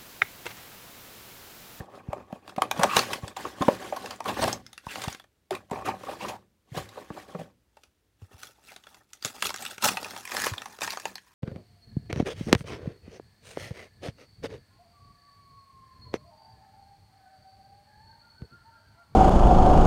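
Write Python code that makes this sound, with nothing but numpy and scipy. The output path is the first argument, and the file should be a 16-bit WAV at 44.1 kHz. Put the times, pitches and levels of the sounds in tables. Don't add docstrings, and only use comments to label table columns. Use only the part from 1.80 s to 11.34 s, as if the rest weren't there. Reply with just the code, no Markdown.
import sys
import numpy as np
from scipy import signal
from scipy.fft import rfft, irfft
from scipy.io import wavfile
from scipy.ndimage import uniform_filter1d

SR = 44100
rng = np.random.default_rng(int(sys.argv[2]) if len(sys.argv) > 2 else 0)


def bounce(signal):
    frames = np.transpose(np.atleast_2d(signal))
    limited = np.clip(frames, -1, 1)
    pcm = np.round(limited * 32767).astype(np.int16)
    wavfile.write(sys.argv[1], SR, pcm)


N = 420713

# frequency in Hz, relative density in dB.
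AIR_SPECTRUM = [(25, -17), (43, 4), (64, 5.5), (217, -10), (354, -8), (659, -18), (3720, -23.5),
                (16000, -31)]
FIBRE_SPECTRUM = [(880, -39), (1500, -3), (2640, -9.5), (3090, -7), (3730, -8.5), (5120, -12),
                  (8920, -17.5), (16000, -24)]
FOIL_SPECTRUM = [(880, -21), (1500, -5.5), (3060, -9.5), (3410, -7.5), (5940, -7), (16000, -16.5)]
# frequency in Hz, time to decay by 60 dB in seconds.
ROOM_DECAY = [(150, 0.59), (500, 0.12), (2000, 0.13), (8000, 0.12)]
# frequency in Hz, nominal bandwidth in Hz, gain in dB.
TABLE_MODES = [(70.6, 23, -4.5), (110, 27, -1.5), (203, 190, -6)]
BOX_MODES = [(327, 63, -5.5), (556, 78, 0.5), (766, 73, 1), (1126, 94, -3), (1750, 160, -12),
             (2520, 170, -18)]
PACK_MODES = [(397, 380, -4.5), (844, 84, 4.5), (1230, 150, -5), (1840, 49, -5.5), (2680, 36, -12)]
SEALED_FOIL_MODES = [(1310, 130, 7.5), (2700, 140, 3), (3390, 170, 0)]
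LOOSE_FOIL_MODES = [(1000, 120, 20.5), (1700, 200, 5), (2410, 170, 0)]
# start in seconds, peak in dB, first pitch in Hz, decay in cycles.
THUMPS = [(0.004, -25, 116, 0.18), (0.286, -21, 110, 0.22), (0.527, -27.5, 213, 1.06),
          (0.778, -25, 223, 0.86), (0.991, -21.5, 190, 1.7), (1.165, -22, 143, 0.6),
          (1.433, -25.5, 110, 0.53), (1.808, -19, 177, 0.53), (1.882, -10.5, 254, 0.92),
          (3.068, -29.5, 128, 0.29), (3.276, -21, 133, 0.44), (3.714, -25, 382, 8.8),
          (3.915, -24.5, 222, 0.72), (4.918, -33, 135, 1.3), (4.964, -31, 157, 3.3),
          (5.307, -22.5, 258, 0.5), (5.548, -31, 181, 2.8), (5.588, -37.5, 172, 5.6),
          (6.419, -37.5, 104.3, 1.9), (6.541, -43.5, 93, 0.95), (7.449, -36, 137, 1.08),
          (8.715, -27.5, 109, 1.4)]
# start and length in seconds, nominal level in dB, first and last pitch in Hz.
SQUEALS = [(1.063, 0.15, -30, 1170, 1110), (1.091, 0.067, -37, 2500, 2694),
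           (3.083, 0.045, -41.5, 2700, 2550), (4.043, 0.079, -42.5, 2570, 2360),
           (4.4, 0.047, -43, 2400, 2820), (4.477, 0.095, -41, 784, 823), (6.879, 0.041, -53, 2740, 1820)]
# time of full level, build-up and hold in seconds,
# rustle level in dB, crackle level in dB.
BOX_STROKES = [(0.0, .05, 0, -39, -55.5), (.16, 0.1, 0, -45.5, -59), (.33, 0.24, 0.08, -48.5, -66.5),
               (.539, 0.12, 0.019, -50, -63.5), (.693, 0.069, 0, -44, -55), (.823, 0.036, 0, -34, -48),
               (1.023, 0.11, 0.027, -29, -39.5), (1.177, 0.068, 0.01, -28.5, -27.5),
               (1.342, 0.24, 0, -38.5, -39.5), (1.43, 0.029, 0.061, -47, -54),
               (1.59, 0.04, 0.098, -41.5, -46.5), (1.83, 0.11, 0.12, -39.5, -44.5),
               (2.015, 0.048, 0.065, -42.5, -47), (2.15, 0.3, 0.18, -45.5, -49.5),
               (2.479, 0.04, 0.012, -30, -39.5), (2.61, 0.13, 0.09, -30.5, -38),
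               (2.87, 0.085, 0.15, -72.5, -68), (3.11, 0.072, 0.2, -49, -44),
               (3.715, 0.0076, 0.018, -38, -48.5), (3.925, 0.011, 0.066, -37, -53.5),
               (4.081, 0.031, 0, -28, -47), (4.31, 0.31, 0.015, -44, -48.5),
               (4.43, 0.093, 0.062, -37.5, -46.5), (4.978, 0.05, 0, -36, -38),
               (5.17, 0.18, 0.049, -50.5, -55.5), (5.385, 0.24, 0.032, -49.5, -53.5),
               (5.485, 0.014, 0.066, -48, -58.5), (5.592, 0.023, 0.017, -44, -54.5)]
PACK_STROKES = [(5.98, 0.11, 0.084, -75.5, -74.5), (6.42, 0.038, 0.019, -64.5, -64.5),
                (6.53, 0.038, 0.0016, -54.5, -58.5), (6.62, 0.078, 0.054, -59, -52),
                (6.89, 0.14, 0.033, -59, -55), (7.13, 0.35, 0.058, -65, -61.5),
                (7.353, 0.11, 0.012, -70.5, -64.5), (7.458, 0.032, 0, -43.5, -37),
                (7.55, 0.019, 0.0068, -48, -48.5), (7.648, 0.049, 0.011, -42, -32.5),
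                (7.8, 0.043, 0.12, -52, -44.5), (8.043, 0.021, 0.0093, -28, -20),
                (8.2, 0.011, 0.2, -48.5, -47), (8.551, 0.1, .12, -41.5, -34),
                (8.76, 0.14, 0.19, -56.5, -54.5), (9.029, 0.019, 0, -38, -33), (9.1, .1, 0.036, -53.5, -44),
                (9.274, 0.15, 0.016, -50, -49), (9.42, .1, 0.1, -79.5, -64.5)]
# time in seconds, body peak in dB, panel pitch in Hz,
# crack in dB relative to the body, time constant of the slip in seconds.
CARDBOARD_POPS = [(0.331, -19.5, 590, -16, 0.0016), (0.527, -27.5, 630, -17, 0.0013),
                  (0.679, -35, 580, -1, 0.00085), (0.781, -16, 644, -23.5, 0.0023),
                  (0.821, -8, 1010, -7, 0.0011), (0.913, -16, 855, 1.5, 0.0016),
                  (0.994, -18, 550, -8, 0.0034), (1.005, -18, 545, -30, 0.0081),
                  (1.034, -9, 840, 0, 0.0016), (1.042, -7.5, 577.4, -13, 0.00078),
                  (1.166, -13, 545, 2.5, 0.0021), (1.332, -23.5, 960, 4.5, 0.0028),
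                  (1.565, -23.5, 850, -6, 0.0045), (1.651, -19.5, 1058, -25, 0.0017),
                  (1.809, -17, 280, -20, 0.0055), (1.821, -17, 1040, -8, 0.0027),
                  (1.883, -6, 593, -24.5, 0.0019), (2.124, -17.5, 630, -42, 0.003),
                  (2.163, -25, 970, -6.5, 0.0042), (2.405, -21, 900, -13, 0.0015),
                  (2.456, -22, 1060, -9, 0.0028), (2.479, -21.5, 870, -4, 0.0079),
                  (2.623, -15.5, 660, -5, 0.0058), (2.641, -18.5, 510, 1.5, 0.0013),
                  (2.678, -15.5, 680, -7.5, 0.0029), (3.068, -25.5, 905, -12.5, 0.00077),
                  (3.238, -27.5, 1030, 3, 0.0031), (3.709, -18.5, 647, -5, 0.001),
                  (3.898, -41.5, 914, -12, 0.002), (3.911, -21.5, 823, -11.5, 0.0034),
                  (4.051, -25, 1320, -7, 0.011), (4.084, -19.5, 845, -13, 0.0046),
                  (4.235, -30, 520, -10, 0.0014), (4.294, -27, 580, -20, 0.0023),
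                  (4.33, -31.5, 890, -20, 0.0033), (4.403, -29.5, 880, -10, 0.0044),
                  (4.445, -24.5, 1090, -33, 0.0042), (4.482, -28.5, 730, -1, 0.0075),
                  (5.174, -30, 530, -30, 0.0036), (5.303, -25, 304, -34, 0.0019),
                  (5.547, -26, 465, -38, 0.0028), ]
# time in seconds, click peak in dB, body in dB relative to it, pitch in Hz.
FOIL_SNAPS = [(0.695, -37.5, 2, 5240), (0.7628, -42, 10.5, 1990), (0.977, -37, -8, 6000),
              (1.1676, -6.5, -3, 3570), (1.1914, -8.5, -10, 4500), (1.4798, -29.5, -5, 3450),
              (1.608, -43, 5, 5960), (2.2592, -27.5, -4, 1760), (2.308, -27, -3.5, 4440),
              (2.361, -41, -19, 7000), (2.442, -33, -20, 6000), (2.619, -22.5, -1, 4500),
              (2.729, -16.5, -19, 6300), (2.8652, -33.5, -25, 4920), (2.9306, -34, -15, 3680),
              (2.9787, -29, -15, 1780), (3.156, -27, 0.5, 2380), (3.219, -24.5, -5, 2100),
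              (3.2815, -25.5, 4.5, 2780), (3.327, -30, -14, 6750), (3.3477, -34.5, 4, 2100),
              (3.3976, -38, -2.5, 3460), (3.441, -50, 4, 1490), (3.7512, -26.5, -13, 2510),
              (5.09, -37.5, -15, 3930), (5.969, -55, 11.5, 1815), (6.0351, -42, -9, 2910),
              (6.6323, -30, -15, 1440), (6.9195, -39, -8, 1500), (6.963, -33.5, -6, 3140),
              (7.037, -43, -16, 3100), (7.069, -37.5, -3, 1370), (7.145, -43, -4.5, 1500),
              (7.3332, -31, -32, 5940), (7.4252, -29, -12, 4870), (7.449, -13, -10, 6950),
              (7.624, -12, -4, 3370), (7.653, -19, -14, 2630), (7.669, -17, -27, 2600),
              (7.6932, -18.5, -10, 2840), (7.704, -23.5, -4, 1400), (7.7422, -24, -4.5, 1490),
              (7.7616, -24, -19, 7000), (7.775, -30, -17, 2700), (7.785, -33, -24, 3500),
              (7.823, -27, -8, 7900), (7.8513, -22.5, -20, 2870), (7.8633, -23.5, -27, 2850),
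              (7.9813, -31.5, 2, 2720), (8.024, -19.5, -8, 8100), (8.0441, -15.5, -5, 6130),
              (8.09, -17.5, -1, 2670), (8.171, -20, -3, 2700), (8.2305, -28.5, -6, 8500),
              (8.246, -23, -11, 2680), (8.308, -28.5, -14, 4540), (8.3635, -30.5, 0, 1700),
              (8.453, -26.5, -27, 8050), (8.476, -27, -14, 1830), (8.518, -22, -6, 1760),
              (8.568, -15.5, -12, 1730), (8.639, -17, -4, 1740), (8.667, -19.5, 3.5, 2700),
              (8.7367, -29.5, 3, 1770), (8.781, -22, -18, 3220), (8.8192, -29, 2.5, 1820),
              (8.858, -28, -1.5, 2480), (8.988, -42, 9, 1690), (9.009, -26, -8, 6000),
              (9.018, -20.5, -2, 1740), (9.076, -26.5, 2.5, 1820), (9.1056, -18, -32, 4370),
              (9.121, -27, -8, 1850), (9.1353, -30, -0.5, 1760), (9.173, -25, 2.5, 1720),
              (9.199, -29, -17, 4700), (9.2552, -20.5, 2.5, 1820), (9.3556, -27, -13, 4300),
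              (9.3815, -32, -24, 1740)]

BUILD_DB, RUSTLE_FALL_DB_PER_S, CRACKLE_FALL_DB_PER_S = 20, 254, 243
SEAM_LOOSE_S = 8.42
AIR_DB, ROOM_DB = -71, -12.5


def amp(db):
    return 10 ** (np.asarray(db) / 20)


def unit_rms(x):
    return x / np.sqrt(np.mean(x ** 2) + 1e-20)


def unit_peak(x):
    return x / (abs(x).max() + 1e-12)


def curve_at(points, hz):
    f, value = np.transpose(points)
    return np.interp(np.log(hz + 1), np.log(f + 1), value)


def add(mix, s, sound):
    part = mix[max(round(s * SR), 0):][:len(sound)]
    part += sound[:len(part)]


def ring(x, modes, widen=0.81):
    out = np.zeros(len(x))
    for k, (hz, width, db) in enumerate(modes):
        r = np.exp(-np.pi * width * widen / SR)
        poles = [1, -2 * r * np.cos(2 * np.pi * hz / SR), r * r]
        out += (-1) ** k * amp(db) * (1 - r) * signal.lfilter([1, 0, -1], poles, x)
    return out


def with_modes(x, modes, share):
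    return x + share * sum(ring(x, [mode]) for mode in modes)


def impulse_response(spectrum):
    db = curve_at(spectrum, abs(np.fft.fftfreq(2048, 1 / SR)))
    log_gain = np.log(amp(np.maximum(db, -100)))
    return np.fft.ifft(np.exp(np.conj(signal.hilbert(log_gain)))).real[:512]


def burst(noise, slip_s):
    u = np.arange(len(noise)) / SR / max(slip_s, .0003)
    return noise * u ** 1.34 * np.exp(-u)


def air():
    gain = amp(curve_at(AIR_SPECTRUM, np.fft.rfftfreq(N, 1 / SR)))
    return amp(AIR_DB) * unit_rms(irfft(rfft(rng.standard_normal(N)) * gain, N))


def room(x):
    taps = np.zeros(SR // 2)
    slots = np.arange(200, len(taps) - 20, 20)
    taps[slots + rng.integers(0, 20, len(slots))] = rng.choice([-1., 1.], len(slots))
    hz, t, bands = signal.stft(taps, SR, nperseg=256)
    decay = amp(-60 * t / curve_at(ROOM_DECAY, hz)[:, None])
    tail = signal.istft(bands * decay, SR, nperseg=256)[1]
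    return signal.oaconvolve(x, tail / np.linalg.norm(tail))[:N]


def thumps(swell_cycles=0.75, sag_per_s=3.8):
    out, t = np.zeros(N), np.arange(6000) / SR
    for s, db, hz, cycles in THUMPS:
        tone = np.sin(2 * np.pi * hz * t / (1 + sag_per_s * t / max(cycles, 1)))
        swell = 1 - np.exp(-t * hz / swell_cycles)
        decay = np.exp(-(t * hz / max(cycles, .3)) ** 1.4)
        add(out, s, amp(db) * unit_peak(tone * swell * decay))
    return out


def squeals(relative_width=0.1, grit_db=2):
    out, noise = np.zeros(N), rng.standard_normal((len(SQUEALS), 2, 8000))
    for (s, length_s, db, first_hz, last_hz), (drive, grit) in zip(SQUEALS, noise):
        progress = np.minimum(np.arange(len(drive)) / SR / length_s, 1)
        carrier = np.exp(2j * np.pi * np.cumsum(first_hz + (last_hz - first_hz) * progress) / SR)
        r = np.exp(-np.pi * relative_width * first_hz / SR)
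        slips = drive * amp(grit_db * unit_rms(uniform_filter1d(grit, 60)))
        tone = (carrier * signal.lfilter([1 - r], [1, -r], slips / carrier)).real
        add(out, s, amp(db) * unit_rms(tone) * np.sqrt(np.sin(np.pi * progress).clip(0)))
    return out


def ruptures(per_s, spread_db, clump_db, clump_s, tail_s, hiss):
    span = int(clump_s * SR)
    clumps = unit_rms(uniform_filter1d(uniform_filter1d(rng.standard_normal(N), span), span))
    sizes = amp(spread_db * np.minimum(rng.exponential(1, N), 4))
    impulses = sizes * (rng.random(N) < per_s / SR)
    bursts = signal.lfilter([1], [1, -np.exp(-1 / (tail_s * SR))], impulses)
    return amp(clump_db * clumps) * (unit_rms(bursts) + hiss) * rng.standard_normal(N)


def patchy(x, patch_db):
    bands = signal.stft(x, nperseg=256, noverlap=192)[2]
    patches = uniform_filter1d(rng.standard_normal(bands.shape[::-1]), 11, axis=0)
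    patches = unit_rms(uniform_filter1d(patches, 3, axis=1))
    return signal.istft(bands * amp(patch_db * patches.T), nperseg=256, noverlap=192)[1][:N]


def stroke_envelope(strokes, level_index, fall_db_per_s):
    t, power = np.arange(0, N / SR + .01, .002), 1e-14
    for top_s, build_s, hold_s, *levels in strokes:
        rise_db = BUILD_DB * np.maximum(top_s - t, 0) / max(build_s, .005)
        fall_db = fall_db_per_s * np.maximum(t - top_s - hold_s, 0)
        power = power + amp(levels[level_index] - rise_db - fall_db) ** 2
    return np.interp(np.arange(N) / SR, t, np.sqrt(power))


def handling(strokes, modes, spectrum, rub, crease, table_db, foil_share, patch_db):
    walls = unit_rms(patchy(ring(rub, modes, widen=1.4), patch_db=4.5))
    table = unit_rms(ring(ring(rub, TABLE_MODES), TABLE_MODES, widen=3.6))
    rustle = stroke_envelope(strokes, 0, RUSTLE_FALL_DB_PER_S) * (walls + amp(table_db) * table)
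    treble = signal.oaconvolve(crease, impulse_response(spectrum))[:N]
    sealed = with_modes(treble, SEALED_FOIL_MODES, foil_share)
    loose = with_modes(treble, LOOSE_FOIL_MODES, foil_share)
    crackle = unit_rms(patchy(np.where(np.arange(N) < SEAM_LOOSE_S * SR, sealed, loose), patch_db))
    return rustle + stroke_envelope(strokes, 1, CRACKLE_FALL_DB_PER_S) * crackle


def box_rustle():
    rub = ruptures(per_s=560, spread_db=1.5, clump_db=2.2, clump_s=0.022, tail_s=0.0017, hiss=0.6)
    crease = ruptures(per_s=1500, spread_db=3.5, clump_db=1, clump_s=0.0091, tail_s=0.00063, hiss=2.2)
    return handling(BOX_STROKES, BOX_MODES, FIBRE_SPECTRUM, rub, crease,
                    table_db=-7, foil_share=0.1, patch_db=2.6)


def pack_crinkle():
    rub = ruptures(per_s=700, spread_db=3.03, clump_db=2.2, clump_s=0.01, tail_s=0.0014, hiss=0.4)
    crease = ruptures(per_s=600, spread_db=3.8, clump_db=1.4, clump_s=0.0044, tail_s=0.001, hiss=1)
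    return handling(PACK_STROKES, PACK_MODES, FOIL_SPECTRUM, rub, crease,
                    table_db=-9, foil_share=1, patch_db=3.5)


def facets(x):
    return with_modes(x, [(hz, 0.06 * hz, 8) for hz in 2000 * 6.5 ** rng.random(size=4)], share=0.82)


def cardboard_pops():
    out, fibres = np.zeros(N), impulse_response(FIBRE_SPECTRUM)
    noise = rng.standard_normal((len(CARDBOARD_POPS), 2, 5000))
    for (s, db, hz, crack_db, slip_s), (push, tear) in zip(CARDBOARD_POPS, noise):
        drive = burst(push, slip_s)
        panel = ring(ring(drive, [(hz, 0.43 * hz, 0)]), [(hz, .5 * hz, 9)])
        body = unit_peak(panel + amp(-1) * ring(drive, BOX_MODES, widen=1.7))
        crack = np.convolve(burst(tear, 0.8 * slip_s), fibres)[:len(tear)]
        add(out, s - .0015, amp(db) * (body + amp(crack_db) * unit_peak(facets(crack))))
    return out


def foil_snaps():
    out, foil = np.zeros(N), impulse_response(FOIL_SPECTRUM)
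    noise = rng.standard_normal((len(FOIL_SNAPS), 2, 4000))
    creases = rng.random((len(FOIL_SNAPS), 1 + len(PACK_MODES)))
    for (s, db, body_db, hz), (flip, push), (slowness, *grip) in zip(FOIL_SNAPS, noise, creases):
        slip_s = 0.0011 * 2.2 ** slowness
        drive = burst(flip, 0.55 * slip_s) + 0.12 * burst(flip, 3.4 * slip_s)
        click = np.convolve(drive, foil)[:len(flip)]
        pole = np.exp(-2 * np.pi * 1.9 * hz / SR)
        click = facets(signal.lfilter([1], [1, -pole], click))
        sheet = SEALED_FOIL_MODES if s < SEAM_LOOSE_S else LOOSE_FOIL_MODES
        click = unit_peak(with_modes(click, sheet + [(hz, 0.1 * hz, 10)], share=0.91))
        held = [(f, width, gain_db - 14 * g) for (f, width, gain_db), g in zip(PACK_MODES, grip)]
        body = unit_peak(ring(burst(push, 0.9 * slip_s), held, widen=2.7))
        add(out, s - .001, amp(db) * (click + amp(body_db) * body))
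    return out


def scene():
    direct = box_rustle() + pack_crinkle() + cardboard_pops() + foil_snaps() + squeals()
    return (direct + amp(ROOM_DB) * room(direct) + thumps() + air())[None]


def record(dry):
    bass_cut = signal.butter(3, 55, "high", fs=SR, output="sos")
    treble_cut = signal.firwin(511, 15900, window=("kaiser", 9), fs=SR)
    return signal.oaconvolve(signal.sosfilt(bass_cut, dry), treble_cut[None], "same")


dry = scene()
out = record(dry)
bounce(out)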